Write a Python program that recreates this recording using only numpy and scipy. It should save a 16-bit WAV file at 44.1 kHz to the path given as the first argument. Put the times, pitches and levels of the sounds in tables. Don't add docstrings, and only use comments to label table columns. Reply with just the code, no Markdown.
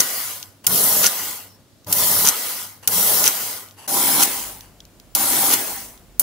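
import sys
import numpy as np
from scipy import signal
from scipy.fft import rfft, irfft, next_fast_len
from scipy.io import wavfile
from scipy.ndimage import uniform_filter1d

SR = 44100
rng = np.random.default_rng(int(sys.argv[2]) if len(sys.argv) > 2 else 0)


def output_pcm(signal):
    pcm = np.clip(np.atleast_2d(signal).T, -1, 1) * 32767
    wavfile.write(sys.argv[1], SR, np.round(pcm).astype(np.int16))


def elevation(decibels):
    levels = np.asarray(decibels, float)
    return 10 ** (levels / 20)


N = 274302
SIZE = next_fast_len(N + 16384)
HZ, TIME = np.fft.rfftfreq(SIZE, 1 / SR), np.arange(N) / SR
TURN_S = 3.872
HUM_HZ = 98.9

# power on t/s, clutch out t/s, spin-up depth/dB (before layer share),
# base hiss level/dB, free coasting/s
CYCLES = [(-.4, 0.007, 15, -11.5, 0.34), (0.669, 1.069, 14.5, -11.5, 0.28),
          (1.866, 2.289, 29.5, -11.5, 0.34), (2.875, 3.279, 16.5, -11.5, 0.28),
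          (3.877, 4.232, 8, -16.5, 0.25), (5.153, 5.539, 2.5, -17.5, .28), (6.201, 6.6, 6, -23, .28)]
# f/Hz, width/Hz, level/dB
PAWL_MODES = [(1430, 50, 11.5), (2920, 1240, 5), (3920, 2200, -3.5), (4970, 1200, -1), (6130, 720, 4),
              (7400, 360, 0.5), (8370, 700, -11.5), (9790, 310, 8.5), (11100, 800, -13.5), (12460, 220, 6),
              (13800, 500, 1.5), (14300, 290, 9)]


def evened(x):
    return x / np.sqrt(np.mean(x ** 2) + 1e-20)


def smooth_noise(shape, *sizes):
    x = rng.standard_normal(shape)
    for size in sizes:
        x = uniform_filter1d(x, size)
    return evened(x)


def read(points, hz):
    f, value = np.transpose(points)
    return np.interp(np.log(hz + 1), np.log(f + 1), value)


def humps(peaks, hz):
    return sum(elevation(db) ** 2 / (1 + (2 * (hz - f) / width) ** 2) for f, width, db in peaks)


def causal(gain, size):
    cepstrum = irfft(np.log(gain + 1e-5 * gain.max()), size)
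    cepstrum[1:size // 2] *= 2
    cepstrum[size // 2 + 1:] = 0
    return np.exp(rfft(cepstrum))


def pair():
    # f/Hz, left-right coherence (0-1)
    likeness = [(40, 0.73), (150, 0.87), (400, 0.83), (900, 0.72), (1800, 0.51), (3000, 0.3), (6000, 0.25),
                (15000, 0.26)]
    # f/Hz, lead of left/rad
    lead_rad = [(100, -0.27), (3300, -0.13), (4200, -0.057), (6000, 0.61), (9400, 1.), (11000, 0),
                (13600, -1.1), (15500, -.3)]
    # f/Hz, left minus right/dB
    lean_db = [(60, -1), (150, 1.5), (380, 0.5), (950, 1.5), (2380, -0.5), (5980, 1.5), (15000, 1.5)]
    left, other = rfft(rng.standard_normal((2, SIZE)))
    same = np.clip(read(likeness, HZ), 0, 1)
    right = same * left * np.exp(-1j * read(lead_rad, HZ)) + np.sqrt(1 - same ** 2) * other
    balance = elevation(np.outer([.5, -.5], read(lean_db, HZ)))
    return irfft(np.array([left, right]) * balance, SIZE)[:, :N]


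def colour(x, gain):
    return irfft(rfft(x, SIZE) * causal(evened(gain), SIZE), SIZE)[:, :N]


def powered(fade_s=0.004):
    return sum(np.clip((off + fade_s - TIME) / fade_s, 0, 1) * (TIME >= on) for on, off, *_ in CYCLES)


def hum_level(surge_s=0.057, dip_db=-15, dip_after_s=0.075, dip_s=0.042,
              fade_db=-7, fade_after_s=0.51, fade_s=.05):
    # idle level/dB, powered level/dB, surge/dB
    hum_side = (-56.5, -45.5, 8.2)
    hum_end = (-56.5, -52, .1)
    idle_db, on_db, surge_db = np.where(TIME > TURN_S, np.reshape(hum_end, (3, 1)), np.reshape(hum_side, (3, 1)))
    since_on, since_off = np.zeros(N), np.zeros(N)
    for on, off, *_ in CYCLES:
        since_on = np.where(TIME >= on, TIME - on, since_on)
        since_off = np.where(TIME >= on, TIME - off, since_off)
    db = idle_db + (on_db - idle_db) * powered() + surge_db * np.exp(-since_on / surge_s)
    db = db + dip_db * np.exp(-((since_off - dip_after_s) / dip_s) ** 2)
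    db = db + fade_db * np.clip((since_off - fade_after_s) / fade_s, 0, 1)
    return uniform_filter1d(elevation(db), size=600)


def room(waver_db=5.0, masked=.6):
    # f/Hz, relative density/dB per Hz
    air_side = [(15, -31), (40, -12), (107, -1), (157, -3), (269, -1.5), (371, -8), (654, -9), (729, -14.5),
                (2260, -22), (4100, -18.5), (15800, -26.5)]
    # f/Hz, relative density/dB per Hz
    air_end = [(15, -30), (25, -12), (144, -10), (307, -13), (392, -16.5), (572, -19.5), (710, -19),
               (791, -24), (955, -25), (2030, -28.5), (8490, -32), (9460, -33), (15800, -33)]
    # f/Hz, width/Hz, unmasked level/dB
    tones = [(48.5, 2.8, -56), (7200, 30, -71), (9430, 30, -77)]
    end = TIME > TURN_S
    air = colour(pair() * elevation(-54.5) * ~end, elevation(read(air_side, HZ)))
    air += colour(pair() * elevation(-51.5) * end, elevation(read(air_end, HZ)))
    waver = evened(elevation(waver_db * smooth_noise((2, N), 1200, 800)))
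    hum = np.sqrt(2) * hum_level() * waver * np.sin(2 * np.pi * (HUM_HZ * TIME + rng.random()))
    unmasked = end * (1 - masked * uniform_filter1d(powered(), size=2000))
    whines = sum(colour(pair() * elevation(db) * unmasked, humps([(hz, width, 0)], HZ)) for hz, width, db in tones)
    return air + hum + whines


def squeaks():
    # start t/s, end t/s, f/Hz, level/dB
    whistles = [(1.357, 1.447, 2800, -46.5), (1.468, 1.588, 5370, -58), (1.71, 1.768, 4880, -74.5)]
    out = 0
    for s, end, hz, db in whistles:
        swell = np.sin(np.pi * np.clip((TIME - s) / (end - s), 0, 1))
        out = out + colour(pair() * elevation(db) * swell, humps([(hz, 260, 0)], HZ))
    return out


def lurches():
    # t/s, start f/Hz, end/start frequency ratio, length/s, level/dB
    swells = [(.67, 158.4, 1.27, 0.063, -34), (1.87, 158, 1.2, 0.058, -40), (2.267, 35, 1.6, .05, -44),
              (2.95, 175, 1.05, 0.076, -35), (3.267, 35, 0.96, .04, -60), (4.16, 289.6, 0.98, 0.062, -28.5),
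              (5.467, 280, 1.08, 0.062, -33)]
    out = 0
    for s, hz, glide, length_s, db in swells:
        u = np.clip((TIME - s) / length_s, 0, 1)
        cycles = hz * length_s * (u + (glide - 1) * u ** 2 / 2)
        out = out + elevation(db) * np.sin(np.pi * u) * np.sin(2 * np.pi * cycles)
    return np.sqrt(2) * out


def buzz(waver_db=6.0):
    # multiple of hum, gear-side level/dB, motor-end level/dB (both before waver)
    overtones = [(2, -49, -54.5), (3, -55.5, -50.5), (6, -50, -50), (8, -52.5, -45.5), (10, -49.5, -49.5),
                 (14, -57, -50.5)]
    out = 0
    for multiple, side_db, end_db in overtones:
        waver = np.clip(smooth_noise(N, 1500, 1000), -3, 1.2)
        db = np.where(TIME > TURN_S, end_db, side_db) + waver_db * waver
        out = out + elevation(db) * np.sin(2 * np.pi * (multiple * HUM_HZ * TIME + rng.random()))
    return np.sqrt(2) * out * uniform_filter1d(powered(), size=400)


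def lever(stick_db=1.5, rise_share=.25):
    # start t/s, end t/s, first level/dB, last level/dB
    scrapes = [(0.639, 0.661, -36.5, -39.5), (2.824, 2.87, -36, -49), (3.763, 3.868, -43, -44),
               (4.61, 4.69, -47, -58)]
    # f/Hz, width/Hz, level/dB
    lever_modes = [(409, 62, -12), (910, 290, -5.5), (1770, 280, -11.5), (2850, 190, -5),
                   (4660, 300, -11.5), (6050, 440, -13.5), (7900, 490, -13), (10300, 390, -8.5),
                   (12200, 500, -15.5), (14100, 600, -17)]
    slips = evened(elevation(stick_db * smooth_noise(N, 120)))
    drag = 0
    for s, end, first_db, last_db in scrapes:
        rise = np.clip((TIME - s) / (end - s) / rise_share, 0, 1)
        drag = drag + elevation(np.interp(TIME, [s, end], [first_db, last_db])) * rise * (TIME < end)
    return colour(pair() * slips * drag, np.sqrt(humps(lever_modes, HZ)))


def crunch(lead_s=0.0385, side_db=-21, end_db=-24, chatter_db=5.0):
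    # f/Hz, width/Hz, level/dB
    cam_bands = [(1400, 810, -9.5), (3200, 1600, -6), (6200, 1900, 0.5)]
    grind = 0
    for _, off, *_ in CYCLES:
        grind = grind + elevation(end_db if off > TURN_S else side_db) * ((TIME > off - lead_s) & (TIME < off))
    chatter = evened(elevation(chatter_db * smooth_noise(N, 90)))
    drive = pair() * uniform_filter1d(grind, size=150) * chatter
    return colour(drive, np.sqrt(humps(PAWL_MODES, HZ) * humps(cam_bands, HZ)))


def blows(plate_hz=1400, pivot_hz=6200, tick_plate_db=-28):
    # t/s, level/dB, added tilt/dB per octave
    engages = [(0.6667, 4.5, 0), (1.9257, 1, 1), (2.8748, 2.5, -0.5), (5.15, 0.5, 0), (6.1958, -1, 7)]
    # delay/s, level re drop/dB, tilt/dB per octave, plate level re drop/dB
    bounces = [(0, 0, -0.6, -24), (.0021, -3, 1.5, -22.5), (.0048, -11, -4.5, -24), (0.0104, -15, 4.5, -22)]
    # t/s, level/dB, tilt/dB per octave, plate level/dB
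    rattles = [(.0033, 3, -2, -11), (.0048, 7, 1.5, -25.5), (.0095, -12, 5, -10), (1.032, -9, 2, -19.5),
               (1.0434, -1, -7.5, -1), (1.0518, -6.5, 0.3, -19), (1.0654, 8.5, 1, -32),
               (1.073, -4, 0, -5.5), (1.0773, -14, 4, -21.5), (2.2528, -2, -5, -38), (2.2658, 0, -2, -6),
               (2.2728, 4.5, 1.5, -15), (2.2869, 1, 4, -17.5), (2.287, 2.5, 7, -20.5), (2.293, -4.5, 9, -6),
               (2.298, -11, 9, -28), (3.241, -7, -5, -10), (3.2557, -2, -1, -19), (3.263, -1, 6, -27),
               (3.277, 5, 6, -25), (3.2808, -4, 2, -5), (3.288, -12, 11, -6), (4.2203, -11, 9, -3.5),
               (4.227, -1, 0, -7), (4.232, 0, -0.5, -16.5), (4.236, -13, 6, -15), (5.524, -18, 8, -9),
               (5.537, -2.5, 4.5, -9.5), (5.542, -8, 6, -12)]
    # t/s, level/dB, tilt/dB per octave
    ticks = [(0.4278, -16, -1.5), (.4365, -32, 3), (1.8455, -35, 5), (1.8707, -26, 1), (3.6865, -34, .1),
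             (3.71, -32, .1), (4.608, -24, 3), (4.804, -28, -3), (4.852, -32.5, 3.5), (4.999, -30.5, 2),
             (5.9763, -36.5, 2)]
    # f/Hz, level/dB
    engage_colour = [(3500, -13), (6200, -5), (10000, -2), (14000, -2)]
    # f/Hz, level/dB
    rattle_colour = [(3500, -16.5), (6200, 1), (10000, -7), (14000, -13.5)]
    # f/Hz, level/dB
    tick_colour = [(3500, 0.5), (6200, 0.5), (10000, -13), (14000, -7.5)]
    rows = []
    for s, db, lean in engages:
        for later_s, less_db, tilt, plate_db in bounces:
            rows.append((s + later_s, db + less_db, tilt + lean, db + plate_db, engage_colour))
    rows += [(*row, rattle_colour) for row in rattles]
    rows += [(s, db, tilt, db + tick_plate_db, tick_colour) for s, db, tilt in ticks]
    out = []
    for s, db, tilt, plate_db, kind in rows:
        tinted = [(f, db + tint_db + tilt * np.log2(f / pivot_hz)) for f, tint_db in kind]
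        out.append((s, [(plate_hz, plate_db)] + tinted))
    return out


def clacks(chatter_s=0.0012, rise_s=0.00018, tail_s=.007, tail_db=-18):
    size = 4096
    t, hz = np.arange(size // 4) / SR, np.fft.rfftfreq(size, 1 / SR)
    shape = (1 - np.exp(-t / rise_s)) * (np.exp(-t / chatter_s) + elevation(tail_db) * np.exp(-t / tail_s))
    modes, drive, out = np.sqrt(humps(PAWL_MODES, hz)), pair(), np.zeros((2, N + size))
    for s, spectrum in blows():
        at = round(s * SR)
        blow = rfft(np.roll(drive, -at, 1)[:, :len(t)] * shape, size)
        spread = uniform_filter1d((abs(blow) ** 2).mean(0), size=240)
        even = np.linalg.norm(shape) / np.sqrt(spread + 1e-12)
        tilt = elevation(read(spectrum, hz))
        out[:, at:at + size] += irfft(blow * causal(even * modes * tilt, size), size)
    return out[:, :N]


def running(grip_s=0.22):
    times = [(on, off, off + free_s + grip_s) for on, off, *_, free_s in CYCLES]
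    return np.interp(TIME, np.ravel(times), np.tile([1, 1, 0], len(CYCLES)))


def follow(side, end, spin_up_s=0.054, spin_up_bend=1.1, strain_s=0.013, let_go_s=.018, knee_s=0.045):
    out = np.zeros(N)
    for on, off, rise_db, hiss_db, free_s in CYCLES:
        db, share, load, strain_db, coast_db, coast, grip = end if off > TURN_S else side
        t, u = np.clip(TIME - on, 0, off - on), np.maximum(TIME - off, 0)
        run_db = db - share * rise_db * np.exp(-(t / spin_up_s) ** spin_up_bend)
        run_db = run_db + load * t + strain_db * np.exp((t - off + on) / strain_s)
        free_db = coast_db + coast * u + grip * knee_s * np.logaddexp(0, (u - free_s) / knee_s)
        held = np.exp(-u / let_go_s)
        out = np.where(TIME >= on, elevation(hiss_db + held * run_db + (1 - held) * free_db), out)
    return uniform_filter1d(out, size=60)


def casting(ring, strength, hollows, dense_db=1.3):
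    bins = round(50 * SIZE / SR)
    ripple = elevation(dense_db * smooth_noise(len(HZ), bins, bins))
    return ripple * np.sqrt((1 + strength * humps(ring, HZ)) / (1 + humps(hollows, HZ)))


def drifting(x, patch_db=2.2):
    z = signal.stft(x, nperseg=512, noverlap=384)[2]
    patches = uniform_filter1d(rng.standard_normal(z.shape[1:]), size=3, axis=0)
    patches = uniform_filter1d(patches, size=20, axis=1)
    gain = evened(elevation(patch_db * evened(patches)))
    return signal.istft(z * gain, nperseg=512, noverlap=384)[1][:, :N]


def whirr(split_hz=2300, slots_hz=564, grit_db=1.18, knock_db=1.0, beat=.05, slow_beat=0.14, second=.7,
          idle=0.45):
    # level re base hiss/dB, share of spin-up, load slope/dB per s,
    # strain before release/dB, coasting start/dB, coasting slope/dB per s, added slope once gripped/dB per s
    hiss_side = (0.5, 1., -10.5, 1.5, -11, -7.5, -160)
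    rumble_side = (-16.5, 0.54, -4, -0.8, -21, -24, -82)
    hiss_end = (0, 1., 4, 6.5, -3.5, -26, -120)
    rumble_end = (-11.5, 0.7, 10.5, -3, -12.5, -41, -64)
    # f/Hz, relative density/dB per Hz
    loaded_side = [(60, -26.5), (130, -7.5), (250, -8), (450, -2.5), (800, -4), (1400, -11), (2400, -11),
                   (3500, -7.5), (5500, -4.5), (8200, -6), (10300, 0.5), (12300, -1), (14200, 1.5),
                   (15700, -1.5)]
    coast_side = [(60, -24.5), (130, -14.5), (250, -5.5), (450, -1), (800, 0), (1400, -3.5), (2400, -2.5),
                  (3500, -4), (5500, -2.5), (8200, -3), (10300, -0.5), (12300, -2.0), (14200, 1),
                  (15700, -2)]
    loaded_end = [(60, -22.5), (130, -9.5), (250, -5.5), (450, -5), (800, -4), (1400, -6.5), (2400, -10),
                  (3500, -7.5), (5500, -5), (8200, -5), (10300, -0.5), (12300, -4.5), (14200, 1.5),
                  (15700, -8.5)]
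    coast_end = [(60, -14.5), (130, -7), (250, -2), (450, -1), (800, -1), (1400, -1.5), (2400, -1.5),
                 (3500, -4.5), (5500, -2.5), (8200, -2), (10300, 0.5), (12300, -4), (14200, 2),
                 (15700, -0.5)]
    # f/Hz, width/Hz, level re colour/dB (before casting strength)
    ring_side = [(196, 39, -0.5), (277, 29, 2.5), (816, 54, 3.5), (1003, 20, 8), (1225, 33, 9),
                 (1446, 26, 10.5), (1995, 150, 5), (5900, 220, -6), (6300, 200, -5.5), (9260, 100, 1),
                 (9975, 150, 1), (11320, 150, 1.5), (11900, 100, -1), (12730, 100, -2.5),
                 (13800, 350, -0.5), (14500, 340, 0)]
    ring_end = [(280, 40, 7), (340, 22, 4.5), (797, 26, 12), (985, 16, 10), (1490, 26, 0.5),
                (1238, 26, 1.5), (2000, 72, -5), (3240, 300, -7), (5290, 130, -10), (6780, 140, -6),
                (9900, 240, 3), (10820, 160, 4.5), (12950, 300, 0.5), (15130, 300, 3)]
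    # f/Hz, width/Hz, strength/dB
    echo_hollows = [(1830, 66, 2), (2423, 180, 4), (3673, 100, 2.5)]
    side_hollows = echo_hollows + [(347, 40, 4)]

    speed, load = running(), powered()
    turns = 2 * np.pi * np.cumsum(slots_hz * speed) / SR
    slots = 1 + (beat + slow_beat * (1 - speed)) * (np.cos(turns) + second * np.cos(2 * turns))
    grit = elevation(grit_db * smooth_noise(N, 40))
    knock = elevation(knock_db * smooth_noise(N, 300, 200))
    hiss = follow(hiss_side, hiss_end) * evened(slots * grit)
    rumble = follow(rumble_side, rumble_end) * evened(knock)
    high = 1 / (1 + (split_hz / (HZ + 1)) ** 4)
    side_cast, end_cast = casting(ring_side, 0.64, side_hollows), casting(ring_end, 0.97, echo_hollows)
    side_idle, end_idle = casting(ring_side, idle, side_hollows), casting(ring_end, idle, echo_hollows)
    end, out = TIME > TURN_S, 0
    for share, spectrum, cast in [(load * ~end, loaded_side, side_cast), ((1 - load) * ~end, coast_side, side_idle),
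                                  (load * end, loaded_end, end_cast), ((1 - load) * end, coast_end, end_idle)]:
        gain = elevation(read(spectrum, HZ)) * cast
        out = out + colour(pair() * np.sqrt(share) * hiss, gain * np.sqrt(high))
        out = out + colour(pair() * np.sqrt(share) * rumble, gain * np.sqrt(1 - high))
    return out


def bass_control(x, bass_hz=78, knee_db=-27, slope=0.34, back_db_per_s=119.5):
    power_db = 10 * np.log10(abs(uniform_filter1d((x ** 2).mean(0), size=400)) + 1e-12)
    back_db = TIME * back_db_per_s
    held_db = np.maximum.accumulate(power_db + back_db) - back_db
    over_db = np.maximum(held_db - knee_db, 0)
    bass = irfft(rfft(x, SIZE) / (1 + (HZ / bass_hz) ** 6), SIZE)[:, :N]
    return x - bass * (1 - elevation(-slope * uniform_filter1d(over_db, size=400)))


def scene():
    return drifting(whirr()) + buzz() + lurches() + clacks() + crunch() + lever() + squeaks() + room()


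def top_cut(x):
    return signal.sosfilt(signal.butter(12, 16500, fs=SR, output="sos"), x)


def record(dry, edge_hz=15740):
    edge = elevation(np.interp(HZ, [edge_hz, edge_hz + 60], [0, -45]))
    full = irfft(rfft(bass_control(dry), SIZE) * edge, SIZE)[:, :N]
    return top_cut(np.clip(full, -1, 1))


dry = scene()
out = record(dry)
output_pcm(out)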